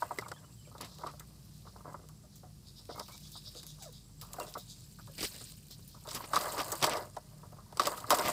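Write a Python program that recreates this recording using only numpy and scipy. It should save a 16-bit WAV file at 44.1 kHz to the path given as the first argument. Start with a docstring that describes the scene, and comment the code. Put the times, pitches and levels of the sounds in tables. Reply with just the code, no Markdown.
"""Knocks and scuffles on thin boards: a quail scrambles in a small wood and wire cage in dry scrub.
Feet and body ring the boards' modes, claws and beak tick on the mesh, feathers rustle and brush the
wires, wings thrash the grass bedding and a strained joint creaks. Behind: a throbbing cricket, field
hiss, a distant engine slowing down, a low drone, a far songbird and another bird's rasping chatter."""
import sys
import numpy as np
from scipy import signal
from scipy.fft import rfft, irfft, next_fast_len
from scipy.io import wavfile

SR = 44100
rng = np.random.default_rng(int(sys.argv[2]) if len(sys.argv) > 2 else 0)


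def int16_out(signal):
    """Quantize to a 16-bit WAV file."""
    q = np.round(np.clip(np.atleast_2d(signal).T, -1, 1) * 32767)
    wavfile.write(sys.argv[1], SR, q.astype(np.int16))


N = 366912

# Table levels are relative within a layer.
# Each row: start in seconds, strength in dB, pitch of the spot struck in Hz, rattle t60 in seconds.
BOARD_KNOCKS = [(.021, -8, 980, 0.047), (.107, -16, 950, 0.05), (.114, -24, 720, .05),
                (.184, -14.5, 398, .08), (.185, -16, 2070, .04), (.217, -30, 1260, .08),
                (.26, -39, 1220, .067), (.285, -37, 1190, .03), (.311, -30, 800, .05),
                (.315, -17, 1390, 0.035), (.439, -54.5, 1170, 0.07), (.671, -47, 564, 0.093),
                (.713, -49, 1150, 0.073), (.749, -35, 1010, 0.059), (.78, -40, 600, .08),
                (.804, -38, 950, 0.22), (.985, -45.5, 581, .14), (1.011, -39.5, 1090, 0.067),
                (1.034, -16.5, 960, 0.03), (1.04, -22, 600, .05), (1.061, -33, 1180, 0.15),
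                (1.135, -41, 646, .055), (1.199, -36, 1770, 0.1), (1.65, -47, 613, 0.11),
                (1.665, -44, 1200, .1), (1.757, -42, 800, 0.12), (1.805, -47, 1100, .05),
                (1.844, -37, 600, .07), (1.853, -38.5, 1200, 0.052), (1.866, -39, 500, .06),
                (1.878, -36, 760, 0.14), (1.922, -38, 1100, .03), (1.941, -29, 1220, 0.07),
                (1.943, -35, 600, .06), (1.989, -40, 468, .048), (2.036, -43, 458, .068),
                (2.088, -50, 1200, .05), (2.233, -51, 608, 0.069), (2.431, -46, 650, 0.17),
                (2.89, -27, 700, .13), (2.945, -41, 684, .05), (2.958, -40, 1120, .054),
                (2.974, -34, 1000, .14), (2.996, -26, 900, 0.06), (3.004, -33, 610, .06),
                (3.083, -48, 1150, .15), (3.137, -56, 1000, 0.11), (3.352, -47.5, 980, .084),
                (3.469, -46, 476, .055), (3.548, -44.5, 490, 0.21), (3.629, -43, 382, .1),
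                (3.785, -52, 1000, .06), (4.217, -46.5, 1210, 0.2), (4.339, -41, 1050, .074),
                (4.383, -22, 700, .08), (4.4, -25, 1050, .05), (4.407, -27, 600, .2),
                (4.469, -36, 620, .06), (4.552, -23, 1150, 0.08), (4.566, -30, 600, .08),
                (4.986, -39.5, 1470, 0.076), (5.073, -50.5, 1150, 0.086), (5.207, -30, 400, .03),
                (5.228, -17, 340, .06), (5.408, -32, 400, .085), (5.703, -50, 460, .06),
                (5.79, -40, 410, 0.032), (5.942, -49.5, 1080, .17), (6.05, -45, 1220, 0.2),
                (6.076, -26, 635, .06), (6.112, -37, 958, .08), (6.151, -33, 1150, 0.16),
                (6.203, -29, 980, 0.041), (6.238, -35, 1260, .06), (6.333, -8, 1130, .05),
                (6.343, -20, 600, .1), (6.363, -5, 1120, 0.03), (6.37, -13, 1220, .08),
                (6.415, -29, 1240, .043), (6.437, -29, 1230, 0.12), (6.459, -30, 1900, .03),
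                (6.496, -40, 1190, 0.037), (6.532, -26.5, 860, 0.15), (6.579, -33, 1050, .1),
                (6.591, -29, 1100, .06), (6.604, -25, 1200, .06), (6.675, -32.5, 500, .068),
                (6.724, -29, 1040, 0.11), (6.816, -28, 1150, .066), (6.828, -22, 1150, .06),
                (6.84, -5, 990, 0.11), (6.865, -26, 650, 0.13), (6.897, -26, 600, .04),
                (6.93, -23, 1500, 0.033), (6.97, -26, 896, 0.071), (7.02, -37, 600, .1),
                (7.067, -39, 500, 0.067), (7.166, -16, 790, .07), (7.331, -48, 597, 0.028),
                (7.431, -42, 980, .078), (7.455, -53, 643, .053), (7.519, -45, 760, 0.14),
                (7.583, -46, 960, 0.087), (7.724, -33, 900, .034), (7.77, -31, 1000, 0.061),
                (7.795, -7, 1170, 0.11), (7.807, -20, 1000, .08), (7.869, -19, 620, .06),
                (7.873, -15, 1150, 0.094), (7.978, -30, 1230, .05), (8.008, -35, 700, 0.069),
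                (8.04, -23, 1250, 0.035), (8.087, -24, 384, .02), (8.105, -3, 1060, .12),
                (8.1154, -11, 1060, .08), (8.122, -12, 594, 0.04), (8.129, -10, 700, .04),
                (8.146, -16, 1150, .1), (8.172, -19, 1100, .066), (8.186, -15, 1100, .06),
                (8.19, -17, 607, .076), (8.205, -16, 1020, 0.05), (8.235, -25, 1110, .04),
                (8.249, -29, 638, .06), (8.289, -18, 930, .06)]
# Each row: frequency in Hz, level in dB, t60 in seconds.
BOARD_MODES = [(213, -22.5, 0.014), (325, -7.5, 0.041), (395, -10, 0.035), (487, -3.5, 0.032),
               (606.6, -1.5, 0.052), (714, -5.5, 0.053), (836, -2.5, 0.018), (957.4, -2, 0.034),
               (1059, -2, 0.029), (1171, 3, 0.021), (1246, -5, 0.038), (1487, -6, 0.018),
               (1674, -3.5, 0.013), (1973, -15.5, 0.062), (2054, -10.5, 0.034)]
# Motion between blows. Each row: time in seconds, board rumble in dB, feather rustle in dB.
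SCRAMBLE_CURVE = [(0.0, -49, -62), (.42, -60.5, -76), (.58, -77, -76), (.93, -62, -72.5), (1.3, -70, -74.5),
                  (1.6, -74, -74), (1.9, -59, -77), (2.2, -73.5, -90), (2.6, -81.5, -79.5),
                  (3.11, -72, -65.5), (3.7, -71, -70), (4.15, -79, -81), (4.42, -48, -59),
                  (4.61, -70.5, -70.5), (5.1, -82, -71), (5.23, -58, -47), (5.33, -63, -59),
                  (5.49, -77, -59), (5.6, -82, -70), (6.02, -73, -70), (6.15, -47, -57.5),
                  (6.29, -53.5, -63), (6.37, -38, -50), (6.62, -39, -54), (6.78, -46, -55),
                  (6.97, -31.5, -57), (7.11, -64, -72), (7.7, -65, -77), (7.9, -40.5, -54),
                  (8.06, -53.5, -64.5), (8.14, -37, -49.5), (8.32, -36, -49)]
# Body and wings on the boards. Each row: centre in seconds, level in dB, half-length in seconds.
BODY_DRAGS = [(.05, -53, 0.027), (1.89, -56, 0.037), (6.352, -28, .015), (6.455, -39.5, .03),
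              (6.6, -34, 0.045), (6.74, -43, 0.024), (6.83, -29, 0.015), (6.875, -30.5, 0.032),
              (6.94, -43, 0.026), (7.815, -37, .025), (7.86, -34, 0.033), (7.93, -40.5, 0.032),
              (8.125, -29, 0.023), (8.2, -31, 0.031), (8.28, -38, 0.044)]
# Noise spectra. Each row: frequency in Hz, spectral density in dB.
RUSTLE_SPECTRUM = [(880, -68), (1500, -12.5), (3150, -3.5), (4870, 1), (6430, -4), (8830, -1), (10100, -2),
                   (14800, -9), (16000, -2)]
BEDDING_SPECTRUM = [(76, -51), (130, -0.5), (340, -0.5), (454, 0.5), (862, -8), (1100, -17), (1980, -3),
                    (6000, -11), (7800, -36), (13200, -120)]
FIELD_SPECTRUM = [(18, -29), (30, -16.5), (115, 9.5), (153, 1), (437, -20.5), (889, -71), (988, -66),
                  (1540, -34), (2680, -31.5), (4910, -19.5), (6550, -23.5), (7670, -23.5), (9710, -24),
                  (14800, -30.5), (16000, -19)]
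# Each row: start in seconds, end in seconds, level in dB.
CRICKET_BOUTS = [(.0, .72, -70), (1.84, 2.3, -74.5), (3.994, 5.077, -71.5)]
# Each row: time in seconds, firing rate in Hz, level in dB.
ENGINE_CURVE = [(0.0, 61.55, -71), (.7, 59, -62.5), (5.37, 43.7, -64), (8.32, 43.2, -66)]
# Each row: frequency in Hz, level in dB.
DRONE_TONES = [(85, -72), (115, -78), (150.7, -60.5), (181, -67), (200, -71.5)]
# Each row: start in seconds, strength in dB, offset for the wires in dB, scrape t60 in seconds.
MESH_TICKS = [(0.013, -29.5, -15, .04), (.0297, -34.5, -5.5, .032), (.1856, -27.5, -2.5, 0.048),
              (.211, -40, -2, .088), (0.283, -34, -3.5, 0.064), (.316, -41, 5, .03),
              (0.7804, -35, -5, 0.032), (0.81, -22, -9.5, 0.056), (.846, -37, -2.5, .12),
              (.948, -42, -12, .03), (.985, -40, -5, .03), (1.0686, -40.5, 3, .034), (1.113, -40, -10, .03),
              (1.1957, -29, -11, .06), (1.931, -39, -12, .044), (2.0868, -32, -12.5, .04),
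              (2.3555, -32.5, -23, 0.15), (2.854, -45, -3.5, .03), (2.957, -36, -17, .04),
              (2.9761, -33, -22, .056), (2.9954, -27.5, -3, .033), (3.0807, -31, -8, 0.07),
              (3.1223, -39, -5, .04), (3.178, -36, -4, 0.025), (3.3164, -29.5, -30, 0.098),
              (3.548, -43, -1, .036), (3.6304, -30, -9, 0.039), (3.6656, -31, -18, .12),
              (3.8225, -29, -13, 0.16), (3.925, -34, -22, .04), (4.2123, -27, -11.5, 0.13),
              (4.332, -21, -14, .04), (4.399, -18, -10.5, 0.019), (4.4952, -39, -17, .04),
              (4.539, -41.5, 2, 0.045), (4.5775, -26, -18, 0.15), (5.071, -40, -6, 0.054),
              (5.18, -40, 4, .08), (5.207, -36, 7, .07), (5.229, -32, 6, .1), (5.25, -34, 4, .06),
              (5.709, -31, -10.5, 0.14), (5.8764, -30.5, -33, 0.098), (6.0715, -37.5, -6, 0.11),
              (6.0868, -37, -2, 0.14), (6.109, -30, -6, .11), (6.1296, -32, -11, .04),
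              (6.1469, -18, -11, .12), (6.333, -26.5, 0.5, .097), (6.345, -29, -4, .046),
              (6.358, -22, 1, 0.07), (6.41, -27, -3.5, 0.075), (6.4346, -26.5, -4.5, 0.067),
              (6.4901, -33, -4, .052), (6.523, -28, -5, 0.14), (6.5795, -30, -0.5, .05),
              (6.59, -31, 2, .04), (6.604, -26, -6, .04), (6.615, -29, -8, .04), (6.6443, -21, -19, .013),
              (6.6816, -24, -24, .024), (6.718, -11, -15.5, .059), (6.814, -32, -2, .1),
              (6.826, -21, 0.5, 0.11), (6.841, -13.5, -6, .06), (6.8644, -24.5, -1, 0.055),
              (6.8946, -25.5, -1.5, 0.05), (6.934, -29, -1, 0.039), (6.9551, -34, -5, .065),
              (6.968, -32, -0.5, 0.073), (7.023, -41.5, 1, .035), (7.1653, -42.5, 4.5, 0.04),
              (7.7238, -44, -1, .05), (7.7712, -31, -0.5, 0.058), (7.795, -23, 0, 0.09),
              (7.818, -24.5, -6, .11), (7.834, -33, -4, .03), (7.855, -26, -1, 0.066),
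              (7.869, -14.5, -8.5, 0.049), (7.918, -30, -7.5, 0.036), (7.967, -31, -20, .03),
              (7.9747, -28, -8.5, .11), (8.0017, -30, -9, 0.043), (8.097, -22, -24, 0.065),
              (8.1045, -12, 0, 0.09), (8.1445, -14, -12, 0.065), (8.172, -32, 2, .03),
              (8.1854, -28, 3.5, 0.05), (8.195, -30, 3, .03), (8.221, -30, -4, .03), (8.251, -27, -1, .045),
              (8.2585, -25, -5, .03), (8.266, -27, -3, .03), (8.2816, -19, -6, 0.053),
              (8.291, -24, -6, 0.044)]
# Resonances. Each row: frequency in Hz, width in Hz, level in dB.
WIRE_MODES = [(3174, 74, -5.5), (3914, 530, 0.5), (4760, 590, 2.5), (5200, 1040, 0), (7720, 430, -1.5),
              (9570, 200, -2.5)]
THROAT_FORMANTS = [(3890, 250, -4.5), (3380, 590, -9), (4720, 880, 0.5), (5420, 650, -1), (6500, 1600, -6)]
# Each row: start and length in seconds, first, middle and last pitch in Hz, level in dB.
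SONG_NOTES = [(.065, 0.026, 2760, 2480, 3160, -61), (.125, .025, 3520, 3150, 2970, -61),
              (.232, .024, 2560, 2160, 2060, -53), (.322, 0.037, 3470, 3000, 3300, -59),
              (.1, .025, 1650, 2160, 2000, -60), (.235, .025, 3000, 2850, 2600, -64),
              (.5, .03, 2500, 2700, 2800, -68), (.357, .033, 3300, 3470, 3020, -63),
              (.36, .03, 1930, 1610, 1470, -61), (.435, 0.028, 2850, 3010, 2950, -65),
              (.57, .065, 3250, 2970, 3080, -61), (.642, .024, 3400, 2400, 2270, -60),
              (.66, 0.031, 3230, 3100, 2860, -67)]
# Each row: centre in seconds, level in dB, half-length in seconds, pitch of the wires touched in Hz.
WIRE_BRUSHES = [(.975, -60.5, 0.29, 4150), (1.563, -69, 0.18, 3760), (1.688, -66, .047, 4400),
                (2.36, -66, 0.091, 4600), (3.3, -66, 0.89, 4540), (4.245, -64, .08, 3650),
                (4.8, -66, 0.12, 4950), (5.05, -65, 0.12, 3400), (5.245, -49, 0.06, 3400),
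                (5.403, -57, .21, 3680), (5.728, -52.5, 0.039, 4100), (5.934, -64, .12, 4300)]
# Each row: centre in seconds, level in dB, half-length in seconds.
WING_BEATS = [(.84, -52.5, 0.06), (1.09, -53.5, 0.042), (5.19, -44, 0.016), (5.216, -40, 0.012),
              (5.243, -35, .022), (5.37, -56.5, .085), (6.16, -42.5, .031), (6.23, -53, 0.053),
              (6.37, -41, 0.026), (6.6, -40.5, .041), (6.84, -33.5, 0.027), (6.92, -43.5, 0.053),
              (7.81, -43, .025), (7.87, -44, .05), (8.13, -40, 0.044), (8.27, -39.5, .092)]
# Each row: start in seconds, level in dB, length in seconds.
CHATTER_NOTES = [(2.656, -62, 0.042), (2.759, -60.5, .045), (2.888, -58, .055), (3, -57.5, .05),
                 (3.111, -59, 0.055), (3.224, -58.5, .055), (3.33, -56, 0.048), (3.444, -57, 0.046),
                 (3.553, -54, 0.045), (3.658, -56, 0.057), (3.787, -59, 0.076), (3.927, -58.5, 0.052),
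                 (4.457, -58, .04), (4.568, -59.5, .055), (4.678, -54.5, 0.052)]
# Each row: start and length in seconds, first, middle and last slip rate in Hz, first and last dB.
JOINT_CREAKS = [(2.925, .075, 2120, 2150, 2150, -72, -70), (3.09, 0.071, 1984, 2300, 2330, -70, -69),
                (3.79, 0.12, 865, 690, 412, -66, -55), (4.402, .038, 2810, 2740, 2750, -52, -64),
                (5.075, .06, 568, 550, 520, -58, -68)]

UPPER_MODES_HZ = 1400


def from_db(db):
    """Decibels to gain."""
    return 10 ** (np.asarray(db) / 20)


def rms_one(x):
    """Scale to rms 1."""
    return x / np.sqrt(np.mean(x ** 2) + 1e-20)


def in_time(rows):
    """Columns of a curve, one value a sample."""
    times_s, *columns = np.transpose(rows)
    return [np.interp(np.arange(N) / SR, times_s, column) for column in columns]


def add(out, start_s, piece):
    """Mix a piece in."""
    at = max(round(start_s * SR), 0)
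    out[..., at:at + piece.shape[-1]] += piece[..., :N - at]


def dying(t60_s):
    """Exponential fade by 60 dB."""
    return from_db(-60 * np.arange(round(t60_s * SR)) / SR / t60_s)


def swells(events):
    """Smooth rise and fall around each centre."""
    out = np.zeros(N)
    for centre_s, db, half_s in events:
        add(out, centre_s - half_s, from_db(db) * np.hanning(round(2 * half_s * SR)))
    return out


def drift(rate_hz):
    """Smooth random wander; rms 1."""
    hop = 40
    r = np.exp(-2 * np.pi * rate_hz * hop / SR)
    slow = signal.lfilter([1], [1, -2 * r, r * r], rng.standard_normal(N // hop + 2002))[2000:]
    return np.interp(np.arange(N) / hop, np.arange(len(slow)), rms_one(slow))


def jumps(per_s, spread_db, cap):
    """Random impulses, a few much larger than the rest."""
    sizes = np.minimum(rng.exponential(1, N), cap)
    return from_db(spread_db * sizes) * (rng.random(N) < per_s / SR)


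def grains(per_s, spread_db, noise_gain):
    """Uneven clicks over a bed of noise; rms 1."""
    noise = rng.standard_normal(N)
    clicks = jumps(per_s, spread_db, cap=4.06) * np.sign(noise[::-1])
    return rms_one(rms_one(clicks) + noise_gain * noise)


def clumps(per_s, spread_db, t60_s):
    """Gain that jumps at random and sinks back; rms 1."""
    r = from_db(-60 / (t60_s * SR))
    return rms_one(1.7 + signal.lfilter([1], [1, -r], jumps(per_s, spread_db, cap=3.1)))


def coloured(x, spectrum):
    """Shape by a spectrum; rms 1."""
    size = next_fast_len(N)
    hz, db = np.transpose(spectrum)
    gain = from_db(np.interp(np.log(np.fft.rfftfreq(size, 1 / SR) + 1), np.log(hz), db))
    return rms_one(irfft(rfft(x, size) * gain, size)[:N])


def band(x, low_hz, high_hz):
    """Causal band-pass."""
    return signal.sosfilt(signal.butter(2, [low_hz, high_hz], "band", fs=SR, output="sos"), x)


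def resonate(x, hz, width_hz):
    """One resonance, peak gain 1."""
    r = np.exp(-np.pi * width_hz / SR)
    poles = [1, -2 * r * np.cos(2 * np.pi * hz / SR), r * r]
    return signal.lfilter(np.array([1, 0, -1]) * (1 - r * r) / 2, poles, x)


def glide(length_s, hz, db, harmonics_db):
    """A tone sliding through evenly spaced pitches and levels, faded in and out."""
    t = np.arange(0, length_s, 1 / SR)
    hz, db = (np.interp(t, np.linspace(0, length_s, len(points)), points) for points in (hz, db))
    phase = 2 * np.pi * np.cumsum(hz) / SR
    wave = sum(from_db(level) * np.sin(k * phase) for k, level in enumerate(harmonics_db, 1))
    return np.sqrt(2) * wave * from_db(db) * signal.windows.tukey(len(t), .49)


def footfalls(rumble_db, count=36, usual_rumble_db=-64, t60_s=.088):
    """Light random steps as knock rows, stronger while the bird scrambles."""
    rows = []
    for when, size, spot in rng.random((count, 3)):
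        rise_db = rumble_db[int(when * N)] - usual_rumble_db
        rows.append((when * N / SR, -60.5 + 2 * size + .4 * rise_db, 420 * 2.9 ** spot, t60_s))
    return rows


def knocks(rows, rattle):
    """Force on each mode, and the struck spots' low and high rings. Hard knocks strike, soft rattle."""
    hz = np.transpose(BOARD_MODES)[0]
    forces, rings = np.zeros((len(hz), N)), np.zeros((2, N))
    contact = np.hanning(170)   # about 4 ms
    blow = contact / contact.sum() * np.cos(2 * np.pi * np.outer(hz, np.arange(len(contact))) / SR)
    spot_fade = dying(t60_s=.03)
    t = np.arange(len(spot_fade)) / SR
    spot_fade *= 1 - np.exp(-(t / .0018) ** 2)
    for start_s, db, spot_hz, rattle_t60_s in rows:
        hardness = np.clip(.02 * (db + 61), 0, .93)
        fade = dying(rattle_t60_s)
        fade *= 1 - np.exp(-np.arange(len(fade)) / SR / .0016)
        jolts = rms_one(fade * np.resize(rattle[round(start_s * SR):], len(fade)))
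        shake = .081 * (1 - hardness) * jolts * np.sqrt(np.mean(fade ** 2)) * np.ones((len(hz), 1))
        shake[:, :len(contact)] += .75 * hardness * blow
        # Modes near the spot's pitch are favoured; upper modes need a hard blow.
        mode_db = -19 * np.minimum(abs(np.log2(hz / spot_hz)), .8)
        mode_db += (10 * (hardness - .7) - 1.5) * (hz > UPPER_MODES_HZ)
        mode_db += 2 * rng.standard_normal(len(hz))
        add(forces, start_s, from_db(db + mode_db)[:, None] * shake)
        ring = from_db(db - 11) * hardness * spot_fade * np.sin(2 * np.pi * spot_hz * t)
        add(rings[int(spot_hz > UPPER_MODES_HZ)], start_s, ring)
    return forces, rings


def boards(rumble_db):
    """Knocks, scuffling and drags drive the damped modes of a hollow wooden box."""
    rattle = grains(1500, 2.76, .47)
    forces, rings = knocks(BOARD_KNOCKS + footfalls(rumble_db), rattle)
    scuffle = from_db(rumble_db - 28.5) * clumps(140, 4, .06) + from_db(-30.5) * swells(BODY_DRAGS)
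    for k, (hz, db, t60_s) in enumerate(BOARD_MODES):
        r, w = from_db(-60 / (t60_s * SR)), 2 * np.pi * hz / SR
        force = forces[k] + scuffle * np.roll(rattle, 5000 * k)   # each mode shaken differently
        mode = signal.lfilter([0, np.sin(w)], [1, -2 * r * np.cos(w), r * r], force)
        rings[int(hz > UPPER_MODES_HZ)] += from_db(db) * mode
    low, high = rings
    low = signal.sosfilt(signal.butter(4, UPPER_MODES_HZ + 100, fs=SR, output="sos"), low)
    # Thin boards radiate little bass; soft feet give little treble.
    return band(band(low + high, 265, 3340), 199, 3400)


def feather_rustle(rustle_db):
    """Feathers crackle in bursts, partly shared, partly different in each band."""
    crackle = coloured(grains(5000, 3, .45), RUSTLE_SPECTRUM)
    shared = clumps(150, 2.2, .015)
    edges_hz = np.geomspace(1200, 18000, 6)
    rustle = sum(band(crackle, *pair) * clumps(120, 1, .026) for pair in zip(edges_hz, edges_hz[1:]))
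    return from_db(rustle_db + 9) * rms_one(shared * rustle)


def cricket(hz=7640, width_hz=190, chirps_per_s=15):
    """A narrow hiss in throbbing bouts."""
    gain, noise = np.zeros(N), rng.standard_normal(N)
    for start_s, end_s, db in CRICKET_BOUTS:
        t = np.arange(0, end_s - start_s, 1 / SR)
        throb = .5 + np.cos(np.pi * chirps_per_s * t) ** 2
        add(gain, start_s, from_db(db) * throb * signal.windows.tukey(len(t), .1))
    return gain * rms_one(resonate(resonate(noise, hz, width_hz), hz, width_hz))


def engine():
    """A distant engine's firing note sinks as it slows."""
    hz, db = in_time(ENGINE_CURVE)
    return np.sqrt(2) * from_db(db + 1.5 * drift(6)) * np.sin(2 * np.pi * np.cumsum(hz) / SR)


def drone(width_hz=4):
    """Low wavering tones: noise through narrow resonances."""
    noise = rng.standard_normal(N)
    return sum(from_db(db) * rms_one(resonate(noise, hz, width_hz)) for hz, db in DRONE_TONES)


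def field_hiss(level_db=-56.5):
    """Near-steady low rush and hiss of the field."""
    return from_db(level_db + .2 * drift(5)) * coloured(rng.standard_normal(N), FIELD_SPECTRUM)


def mesh_ticks():
    """Claws and beak hit the mesh: a sharp edge and a short scrape, uneven over wires and treble."""
    treble_hz = [(5500, 9000), (9000, 12500), (12500, 17000)]
    edge = np.hanning(90)
    treble, wires = np.zeros((3, N)), np.zeros((len(WIRE_MODES), N))
    for start_s, db, wire_db, t60_s in MESH_TICKS:
        scrape = .18 * dying(t60_s)
        scrape[:len(edge)] += .14 * edge
        scrape[:40] *= np.linspace(0, 1, 40)
        treble_db = db + 1.5 * rng.standard_normal((3, 1))
        treble_db[0] += .25 * min(wire_db + 14, 0)   # weak wires thin the lowest band too
        add(treble, start_s, from_db(treble_db) * scrape)
        add(wires, start_s, from_db(db + wire_db + 3 * rng.standard_normal((len(wires), 1))) * scrape)
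    grit = grains(2500, 3, .7)
    air = sum(band(gain * grit, *pair) for gain, pair in zip(treble, treble_hz))
    ring = sum(from_db(db + 9.5) * resonate(gain * grit, hz, width_hz)
               for gain, (hz, width_hz, db) in zip(wires, WIRE_MODES))
    clack = band(wires.mean(axis=0) * grit, 1400, 4840)
    return from_db(2.5) * air + ring + from_db(-1.5) * clack


def songbird():
    """Short gliding whistles with a fluttering level."""
    out = np.zeros(N)
    for start_s, length_s, *hz, db in SONG_NOTES:
        add(out, start_s, glide(length_s, hz, [db], harmonics_db=[0]))
    return out * from_db(2.8 * drift(70) - 7.5)


def with_scrub_echo(x, t60_s=.13):
    """Dense reflections from the scrub smear the sound."""
    fade = dying(t60_s)
    echoes = from_db(-28) * fade * rng.standard_normal(SR)[:len(fade)]
    return x + signal.fftconvolve(x, echoes)[:N]


def wire_brushes():
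    """Feather barbs rasp over the mesh; each sweep favours the wires it touches."""
    out, barbs = np.zeros(N), grains(2500, 2, 1)
    ring = sum((-1) ** k * from_db(db) * resonate(barbs, hz, width_hz)
               for k, (hz, width_hz, db) in enumerate(WIRE_MODES))
    rasp = band(ring + .49 * resonate(barbs, 3870, 150), 2400, 7600) * clumps(160, 1.8, .023)
    for centre_s, db, half_s, hz in WIRE_BRUSHES:
        start_s, size = centre_s - half_s, round(2 * half_s * SR)
        sweep = rasp[round(start_s * SR):][:size]
        sweep = rms_one(resonate(sweep, hz, 2900) + .7 * sweep)
        add(out, start_s, from_db(db) * np.hanning(size) * sweep)
    return out


def wing_beats():
    """Wings thrash the dry grass bedding and puff air."""
    thrash = coloured(grains(3000, 1.2, .85), BEDDING_SPECTRUM) * clumps(200, 4.3, .077)
    puff = from_db(-9) * rms_one(band(rng.standard_normal(N), 54, 305))
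    return swells(WING_BEATS) * (thrash + puff)


def chatter(echo_t60_s=.4, low_cut_hz=3050):
    """Rough pulses through a far bird's throat; each note has its own colour and an echoing tail."""
    pulses, gains = grains(1500, 2.5, .6), np.zeros((len(THROAT_FORMANTS), N))
    for start_s, db, length_s in CHATTER_NOTES:
        colour_db = 3.5 * rng.standard_normal((len(gains), 1))
        burst = signal.windows.tukey(round((length_s + .021) * SR), .7)
        add(gains, start_s - .008, from_db(db - 3 + colour_db) * burst)
    r = from_db(-60 / (echo_t60_s * SR))
    gains += from_db(2.5) * signal.lfilter([1 - r], [1, -r], gains + 1e-18)
    voice = sum((-1) ** k * from_db(db) * gains[k] * rms_one(resonate(pulses, hz, width_hz))
                for k, (hz, width_hz, db) in enumerate(THROAT_FORMANTS))
    return signal.sosfilt(signal.butter(4, low_cut_hz, "high", fs=SR, output="sos"), voice)


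def creaks():
    """A strained joint slips at a gliding rate: fluttery tones with overtones."""
    out = np.zeros(N)
    for start_s, length_s, *hz, first_db, last_db in JOINT_CREAKS:
        add(out, start_s, glide(length_s, hz, [first_db, last_db], harmonics_db=[0, -13, -18]))
    return out * from_db(4 * drift(90))


def scene():
    """The cage in front, the field behind; mono."""
    rumble_db, rustle_db = in_time(SCRAMBLE_CURVE)
    cage = boards(rumble_db) + mesh_ticks() + wire_brushes() + feather_rustle(rustle_db) + wing_beats()
    tones = with_scrub_echo(songbird() + creaks())
    field = chatter() + cricket() + engine() + drone() + field_hiss()
    return (cage + tones + field)[None]


def record(dry):
    """Steep low-pass, 70 dB down from 16.2 kHz."""
    return signal.sosfilt(signal.cheby2(14, 70, 16200, fs=SR, output="sos"), dry)


dry = scene()
out = record(dry)
int16_out(out)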